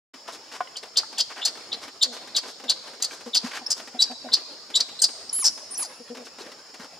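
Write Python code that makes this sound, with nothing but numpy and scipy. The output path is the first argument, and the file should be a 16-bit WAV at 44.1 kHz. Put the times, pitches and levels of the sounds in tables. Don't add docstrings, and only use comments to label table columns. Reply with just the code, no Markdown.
import sys
import numpy as np
from scipy import signal
from scipy.fft import rfft, irfft, next_fast_len
from scipy.io import wavfile
from scipy.ndimage import uniform_filter1d, map_coordinates

SR = 44100
rng = np.random.default_rng(int(sys.argv[2]) if len(sys.argv) > 2 else 0)


def unload_wav(signal):
    wavfile.write(
        sys.argv[1],
        SR,
        np.round(np.clip(np.atleast_2d(signal).T, -1, 1) * 32767).astype(np.int16),
    )


N = 308611

# start_s, length_s, level_db, swell_db, bulge_db, edge_db, first_pulse_hz, roughness (0-1), throat_hz
RASPS = [(0.766, .023, -32.5, -9, -6, -38, 400, 0.25, 4587),
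         (0.969, 0.034, -21, -15, 7.5, -29, 686, 0.13, 4670),
         (1.18, 0.033, -22.5, 17, -6.5, -27, 895, 0.042, 4720),
         (1.450, 0.037, -21.5, -11.5, -4, -26.5, 900, .08, 4600),
         (1.727, 0.022, -25.5, -11, -7, -48, 700, 0.14, 4160),
         (2.026, 0.026, -18, -9, 0, -26, 800, 0.3, 4440),
         (2.362, 0.029, -21.5, -5, 0, -27, 800, 0.19, 4600),
         (2.695, 0.027, -18.5, -11, 2.5, -27.5, 780, .2, 4330),
         (3.022, .032, -22.5, 3.5, -15, -22.5, 900, 0.2, 4580),
         (3.345, .032, -16.5, 3, -5.5, -23.5, 900, 0.26, 4600),
         (3.702, .028, -24.5, 5, 5, -25, 820, .17, 5030),
         (4.008, 0.032, -23.5, 12, 11, -32, 880, 0.28, 4710),
         (4.329, .024, -20, 8, 9, -30.5, 718, .25, 4590),
         (4.753, 0.031, -24, -6, 0, -30.5, 950, 0.33, 4670),
         (4.802, .008, -16, 5.5, 2, -23, 600, .25, 4600),
         (5.017, 0.012, -24, -1, 4.5, -17.5, 1708, 0.057, 4900),
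         (5.030, .026, -19.5, 1, 8, -24, 900, 0.22, 4740),
         (5.440, 0.045, -20, 6.5, 4.5, -24, 1250, .29, 5270),
         (5.822, 0.039, -37, -1, -2, -35.5, 1150, 0.1641, 4800)]
# start_s, length_s, pitch_hz, glide_octaves, level_db, swell_db, overtone_db, hoarseness (0-1)
WHISTLES = [(0.755, 0.019, 3160, -0.083, -36.5, -7, -25, .45),
            (0.955, .017, 3540, 0.18, -31, 20, -27, 0.84),
            (1.173, 0.037, 3400, -0.064, -30.5, 17, -44, 0.55),
            (1.413, .037, 3510, 0.27, -30, -2, -17, 0.77), (1.715, 0.013, 3600, -0.29, -28, 3, -30, 0.22),
            (2.010, 0.022, 3750, -0.075, -19, 0.5, -5, 0.37),
            (2.346, .029, 3830, -0.33, -24, 2.5, -9, 0.63),
            (2.679, 0.022, 3620, -0.17, -28.5, 5, -15, 0.55), (3.008, 0.018, 4200, 0.011, -44, 2, -34, .8),
            (3.331, 0.024, 3600, -.28, -26.5, 11, -19, 0.5), (3.660, 0.011, 5220, 0.23, -26, 4, -22, 0.3),
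            (3.988, 0.024, 4008, 0.097, -17, 11.5, -14.5, 0.18),
            (4.317, 0.025, 4096, 0.17, -21.5, 11, -19, .46), (4.738, 0.026, 3630, 0.076, -23, 9, -0.5, 0.5),
            (4.748, .027, 3984, 0.047, -15, 3.5, -11.5, 0), (4.988, 0.015, 4160, 0.16, -28, 0, -5, 0.36),
            (5.017, 0.0094, 8630, .05, -14, 1, -50, 0.06), (5.292, 0.0061, 5200, 0.24, -22, -10, -36, 0.38),
            (5.707, 0.039, 9500, -0.015, -33.5, -2, -50, 0.4), (5.744, 0.034, 5900, 0, -35, -2, -26, 0.3),
            (6.399, 0.024, 4360, 0, -43, 0, -30, 0.7)]
# start_s, crest_s, end_s, crest_pitch_hz, level_db
SQUEALS = [(5.327, 5.382, 5.436, 11010, -25), (5.775, 5.792, 5.835, 10900, -27)]
# frequency_hz, gain_db
EDGE_SPECTRUM = [(20, -83), (4000, -25), (6200, 9), (7200, 5), (8400, 2.5), (10500, -7.5), (12000, -3.5),
                 (15500, -12)]
CHEST_SPECTRUM = [(20, -17), (150, -2), (600, 2), (1500, 1.5), (2300, 0.5), (3100, 9), (4200, 6.5),
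                  (9000, -10.5)]
LIP_LOSS = [(9500, -1), (11000, -5.5), (12500, -10.5), (16000, -18)]
# frequency_hz, left_minus_right_db
BABY_BALANCE = [(60, 0), (130, 1), (290, 0), (640, 1), (1410, 0), (3100, 1.5), (6820, 2), (15000, -2)]
# frequency_hz, left_lead_rad
BABY_PHASE_LEAD = [(0, -2.3), (4480, 0.59), (6460, -1.4), (8100, 0.994), (8610, -2), (9130, 0.98),
                   (11100, 0.977), (16000, 0.151)]
# start_s, length_s, level_db, mouth_hz
GRUNTS = [(2.057, 0.091, -51.5, 574), (2.631, .045, -50, 575), (3.26, 0.031, -43.5, 473),
          (3.607, .028, -51.5, 805), (3.941, 0.018, -42.5, 705), (4.096, 0.042, -45, 680),
          (4.24, 0.046, -45, 654), (4.306, 0.025, -52.5, 460), (5.995, 0.03, -51.5, 474),
          (6.096, 0.045, -44.5, 500), (6.161, 0.089, -52, 515)]
# start_s, length_s, rub_db, hiss_db
SCUFFS = [(0.271, 0.024, -38.5, -40), (0.315, .034, -49, -40.5), (0.512, 0.054, -41.5, -41.5),
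          (1.294, 0.026, -40.5, -47), (1.355, 0.06, -39.5, -48), (1.813, 0.034, -42.5, -40),
          (2.119, 0.035, -44.5, -40), (2.469, 0.034, -47.5, -40), (3.098, 0.052, -47.5, -41),
          (3.254, 0.028, -45, -44.5), (3.438, 0.041, -39, -38), (3.504, 0.035, -38, -42),
          (3.54, 0.034, -35, -37), (3.762, 0.023, -47, -39.5), (6.245, 0.016, -52, -42),
          (6.388, .036, -45.5, -43.5), (6.79, 0.062, -45.5, -47)]
# frequency_hz, gain_db
RUB_SPECTRUM = [(30, -50), (120, -54), (250, 7), (500, 5), (1400, 3.5), (3000, -2.5), (6000, -18),
                (12000, -30)]
HISS_SPECTRUM = [(1000, -32.5), (3500, 2.5), (5500, 5.5), (9000, -7), (13000, -15.5), (16000, -48)]
# start_s, level_db, pitch_ratio
KNOCKS = [(0.285, -24.5, 0.92), (0.604, -12, 1), (0.672, -32, 2.8), (1.031, -27, 1.2), (1.307, -40, 1),
          (3.108, -29.5, 2.2), (3.462, -28, 1.06), (4.286, -29.5, 1.4)]
# frequency_hz, level_db, t60_s
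HOLLOW_MODES = [(730, -3, 0.05), (1050, -5.5, 0.054), (1114, -1.5, 0.026), (1463, -12.5, 0.066),
                (2880, -38, 0.034)]
# start_s, level_db, pitch_hz
FOOTFALLS = [(0.142, -49, 250), (3.436, -26.5, 250), (6.401, -37.5, 423), (6.792, -41, 266)]
# frequency_hz, t60_s
TREE_DECAY = [(200, 0.17), (1500, 1.6), (4500, 1.45), (10000, 0.94), (15000, 0.057)]
# frequency_hz, gain_db
RUSTLE_SPECTRUM = [(25, -46), (70, -19.5), (140, -15.5), (250, -6), (550, -2), (1000, -5), (2000, -10),
                   (4000, -12.5), (7000, -23), (10000, -23), (15000, -40.5)]
INSECT_SPECTRUM = [(3500, -35), (4300, -13), (5000, -6), (5480, -3), (5950, -26), (6500, -13.5),
                   (7050, -13.5), (7700, -24), (11000, -37)]
# frequency_hz, correlation
STEREO_LIKENESS = [(30, .65), (70, 0.96), (180, 0.94), (550, 0.93), (1650, 0.71), (5000, 0.45),
                   (15000, 0.037)]


def rasps(hold_s=.007, sag_s=.043, bulge_at=.59, bulge_width=.18, edge_fade_db=9.5):
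    out = np.zeros(N)
    for start, length, db, swell_db, bulge_db, edge_db, first_hz, rough, throat_hz in RASPS:
        t = clock(length)
        progress = centred_ramp(t, length)
        effort_db = swell_db * progress
        effort_db += bulge_db * np.exp(-((progress + .5 - bulge_at) / bulge_width) ** 2)
        sag = np.maximum(np.minimum(t, length) - hold_s, 0) / sag_s
        pulse_hz = first_hz * np.exp(-sag + .6 * rough * wobble(700, len(t)))
        cycles = np.cumsum(pulse_hz) / SR
        slaps = unit(np.diff(np.floor(cycles), prepend=0) * np.exp(rough * rng.standard_normal(len(t))))
        puffs = unit(rng.standard_normal(len(t)) * np.exp(-3 * (cycles % 1)))
        source = slaps + (.11 + 2 * rough) * puffs
        ring = filtered(source, lambda hz: resonance(hz, throat_hz, 600) * resonance(hz, throat_hz, 2600))
        throat = unit(ring) * amp(db + effort_db)
        chest = coloured(slaps + 2 * rough * puffs, CHEST_SPECTRUM) * amp(db - 9 - 20 * rough)
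        voice = (throat + chest) * gate(t, length, rise_s=.004, fall_s=.0084)
        edge = coloured(source + .53 * puffs, EDGE_SPECTRUM)
        edge *= amp(edge_db + effort_db - edge_fade_db * progress)
        push = gate(t, .96 * length, rise_s=.0032, fall_s=.0084)
        edge *= push * gate(t, length, rise_s=.0032, fall_s=.0084)
        add(out, start - .0015, voice + edge)
    return filtered(out, lambda hz: amp(along(LIP_LOSS, hz)))


def whistles(arch_octaves=.0714, waver=.02, flutter_db=2):
    out = np.zeros(N)
    for start, length, pitch_hz, glide, db, swell_db, overtone_db, hoarse in WHISTLES:
        t = clock(length)
        progress = centred_ramp(t, length)
        scoop = 1 - .06 * np.exp(-t / .0018)
        arch_hz = pitch_hz * 2 ** (glide * progress - arch_octaves * (2 * progress) ** 2)
        phase = phase_of(arch_hz * scoop * (1 + waver * wobble(607, len(t))))
        band = wobble(1300, len(t)) * np.sin(phase) + wobble(1300, len(t)) * np.cos(phase)
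        tone = np.sqrt(1 - hoarse ** 2) * np.sin(phase) + hoarse * band
        push = np.clip(2 * t / length - .4, 0, 1)
        overtones = np.sin(2 * phase) + amp(-20) * np.sin(3 * phase) * (3 * pitch_hz < SR / 2)
        tone += amp(overtone_db) * push * overtones
        level = amp(db + swell_db * progress + flutter_db * wobble(330, len(t)))
        add(out, start, tone * level * gate(t, length, rise_s=.0028, fall_s=.0032))
    return out


def squeals(climb_hz_per_s2=290000, dive_hz_per_s2=880000, slow_hz=(3110, 3900), db_per_octave=14):
    out = np.zeros(N)
    for start, crest, end, crest_hz, db in SQUEALS:
        t = clock(end - start)
        past_crest_s = np.minimum(start + t, end) - crest
        drop_hz = np.where(past_crest_s < 0, climb_hz_per_s2, dive_hz_per_s2) * past_crest_s ** 2
        high = phase_of((crest_hz - drop_hz) * (1 + .0069 * wobble(905, len(t))))
        low, middle = (phase_of(hz * (1 + .036 * wobble(913, len(t)))) for hz in slow_hz)
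        sidebands = amp(-19 + 70 * drop_hz / crest_hz) * np.sin(high - low)
        sidebands += amp(-23) * (np.sin(high - 2 * low) + np.sin(high - middle))
        sidebands += amp(-29) * (np.sin(high + middle) + .6 * np.sin(high + low))
        hoarse = .098 * wobble(2500, len(t)) * np.cos(high)
        tone = np.sqrt(2) * (np.sin(high) + amp(-28) * np.sin(low) + sidebands + hoarse)
        level = amp(db + db_per_octave * np.log2(1 - drop_hz / crest_hz) + wobble(247, len(t)))
        add(out, start, tone * level * gate(t, end - start, rise_s=.0017, fall_s=.003))
    return out


def moans(lead_s=.013, length_s=.044, first_hz=1270, sag_s=.06, fade_db=12):
    out, t = np.zeros(N), clock(length_s)
    for _, _, end, _, db in SQUEALS:
        phase = phase_of(first_hz * np.exp(-t / sag_s) * (1 + .025 * wobble(670, len(t))))
        level = amp(db - 9 - fade_db * t / length_s) * gate(t, length_s, rise_s=.0014, fall_s=.003)
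        add(out, end - lead_s, (np.sin(phase) + amp(-8) * np.sin(2 * phase)) * level)
    return out


def grunts(pitch_hz=243.7, sag_per_s=2.4, mouth_width_hz=200, breath=1.6):
    out = np.zeros(N)
    for start, length, db, mouth_hz in GRUNTS:
        t = clock(length)
        sag = 1 - sag_per_s * (t - length / 2)
        phase = phase_of(pitch_hz * sag * (1 + .036 * wobble(143, len(t))))
        source = unit(signal.sawtooth(phase)) + breath * rng.standard_normal(len(t))
        mouth = unit(filtered(source, lambda hz: resonance(hz, mouth_hz, mouth_width_hz) ** 2))
        voice = np.sqrt(2) * np.sin(phase) + amp(5) * mouth
        add(out, start, amp(db) * voice * gate(t, .74 * length, rise_s=.0044, fall_s=.0097))
    return out


def scuffs(middling_hz=1080, middling_db=-43.5, db_per_octave=5, grain_db=2):
    out = np.zeros(N)
    for start, length, rub_db, hiss_db in SCUFFS:
        t = clock(length)
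        centre_hz = middling_hz * 2 ** ((rub_db - middling_db) / db_per_octave)
        grit = rng.standard_normal((2, len(t))) * amp(grain_db * wobble(356, len(t)))
        rub = filtered(coloured(grit[0], RUB_SPECTRUM), lambda hz: resonance(hz, centre_hz, 2 * centre_hz))
        stroke = amp(rub_db) * unit(rub) + amp(hiss_db - 3) * coloured(grit[1], HISS_SPECTRUM)
        add(out, start, stroke * gate(t, length, rise_s=.0066, fall_s=.016))
    return out


def knocks(rise_s=.00072, rattle_t60_s=.065, low_cut_hz=350):
    out, t = np.zeros(N), clock(.06)
    for start, db, pitch_ratio in KNOCKS:
        ring = sum(amp(mode_db + rng.normal(0, 1) - 60 * t / t60) * np.sin(2 * np.pi * pitch_ratio * hz * t)
                   for hz, mode_db, t60 in HOLLOW_MODES)
        rattle = .15 * amp(-60 * t / rattle_t60_s) * coloured(rng.standard_normal(len(t)), RUB_SPECTRUM)
        blow = (ring + rattle) * (1 - np.exp(-(t / rise_s) ** 2))
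        add(out, start + .00098, amp(db) * blow / np.abs(blow).max())
    return signal.sosfilt(signal.butter(2, low_cut_hz, "high", fs=SR, output="sos"), out)


def footfalls(t60_s=.05):
    out, t = np.zeros(N), clock(.1)
    for start, db, hz in FOOTFALLS:
        note = np.sin(phase_of(hz * (1 + .12 * wobble(200, len(t)))))
        add(out, start, amp(db) * note * gate(t, .014, rise_s=.007, fall_s=t60_s / np.log(1000)))
    return out


def leaf_litter(count=50):
    out, t = np.zeros(N), clock(.02)
    for when, size in rng.random((count, 2)):
        crunch = rng.standard_normal(len(t)) * gate(t, .002, rise_s=.0031, fall_s=.012)
        add(out, when * (N - len(t)) / SR, amp(6 * size) * crunch)
    return amp(-61) * (coloured(out, HISS_SPECTRUM) + 2.25 * coloured(out, RUB_SPECTRUM))


def echo(sound, rock_db=-10.5, bushes_db=-21, trunks_db=-19):
    hz, t, bands = signal.stft(rng.standard_normal((2, SR)), SR, nperseg=256)
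    decay = amp(-60 * t / along(TREE_DECAY, hz)[:, None])
    trunks = signal.istft(bands * decay, SR, nperseg=256)[1][:, :SR]
    scatter = lambda t60_s: rng.standard_normal((2, SR)) * amp(-60 * np.arange(SR) / SR / t60_s)
    returns = (rock_db, scatter(t60_s=.06)), (bushes_db, scatter(t60_s=.25)), (trunks_db, trunks)
    response = sum(amp(db) * part / np.linalg.norm(part[0]) for db, part in returns)
    delayed = np.pad(sound, (45, 0))
    return signal.fftconvolve(delayed[None], response, axes=1)[:, :N]


def forest_rustle(level_db=-50):
    level = amp(level_db + .71 * wobble(2.313, N) + 2.6 * wobble(22, N))
    return level * patchy(surrounding_noise(RUSTLE_SPECTRUM), depth_db=3)


def insects(level_db=-49):
    return amp(level_db + .14 * wobble(1.4, N)) * surrounding_noise(INSECT_SPECTRUM)


def surrounding_noise(spectrum):
    def mid_and_side(hz):
        angle = np.arccos(along(STEREO_LIKENESS, hz)) / 2
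        return amp(along(spectrum, hz)) * [np.cos(angle), np.sin(angle)]
    mid, side = filtered(rng.standard_normal((2, N)), mid_and_side)
    return unit(np.array([mid + side, mid - side]))


def patchy(noise, depth_db):
    bands = signal.stft(noise, nperseg=1024)[2]
    swells = uniform_filter1d(rng.standard_normal(bands.shape[1:]), size=4, axis=0)
    swells = uniform_filter1d(swells, size=5, axis=1)
    return unit(signal.istft(bands * amp(depth_db * unit(swells)), nperseg=1024)[1][:, :N])


def amp(db):
    return 10 ** (np.asarray(db) / 20)


def unit(x):
    return x / np.sqrt(np.mean(x ** 2) + 1e-20)


def along(points, hz):
    point_hz, values = np.transpose(points)
    return np.interp(np.log(hz + 1), np.log(point_hz + 1), values)


def wobble(rate, n):
    return map_coordinates(rng.standard_normal(int(n * rate / SR) + 4), [np.arange(n) * rate / SR])


def filtered(x, response):
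    n = x.shape[-1]
    padded = next_fast_len(n + 4096)
    return irfft(rfft(x, padded) * response(np.fft.rfftfreq(padded, 1 / SR)), padded)[..., :n]


def coloured(x, spectrum):
    return unit(filtered(x, lambda hz: amp(along(spectrum, hz))))


def resonance(hz, centre_hz, width_hz):
    return 1j * hz * width_hz / (centre_hz ** 2 - hz ** 2 + 1j * hz * width_hz)


def gate(t, length, rise_s, fall_s):
    return (1 - np.exp(-(t / rise_s) ** 2)) * np.exp(-np.maximum(t - length, 0) / fall_s)


def clock(length):
    return np.arange(int((length + .03) * SR)) / SR


def centred_ramp(t, length):
    return np.minimum(t / length, 1) - .5


def phase_of(hz):
    return 2 * np.pi * np.cumsum(hz) / SR


def add(track, start_s, sound):
    part = track[max(round(start_s * SR), 0):][:len(sound)]
    part += sound[:len(part)]


def scene():
    baby = rasps() + whistles() + squeals() + moans()
    troop = grunts() + scuffs() + knocks() + footfalls() + leaf_litter()
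    sides = np.array([[.5], [-.5]])
    balance = lambda hz: amp(sides * along(BABY_BALANCE, hz))
    phase_lead = lambda hz: np.exp(1j * sides * along(BABY_PHASE_LEAD, hz))
    direct = filtered(baby, lambda hz: balance(hz) * phase_lead(hz)) + troop * amp(sides * 1.5)
    return direct + echo(baby + troop) + forest_rustle() + insects()


def record(dry, silent_s=.135, fade_s=.01, top_hz=15800):
    fade = np.clip((np.arange(N) / SR - silent_s) / fade_s, 0, 1)
    return filtered(dry * fade, lambda hz: hz < top_hz)


dry = scene()
out = record(dry)
unload_wav(out)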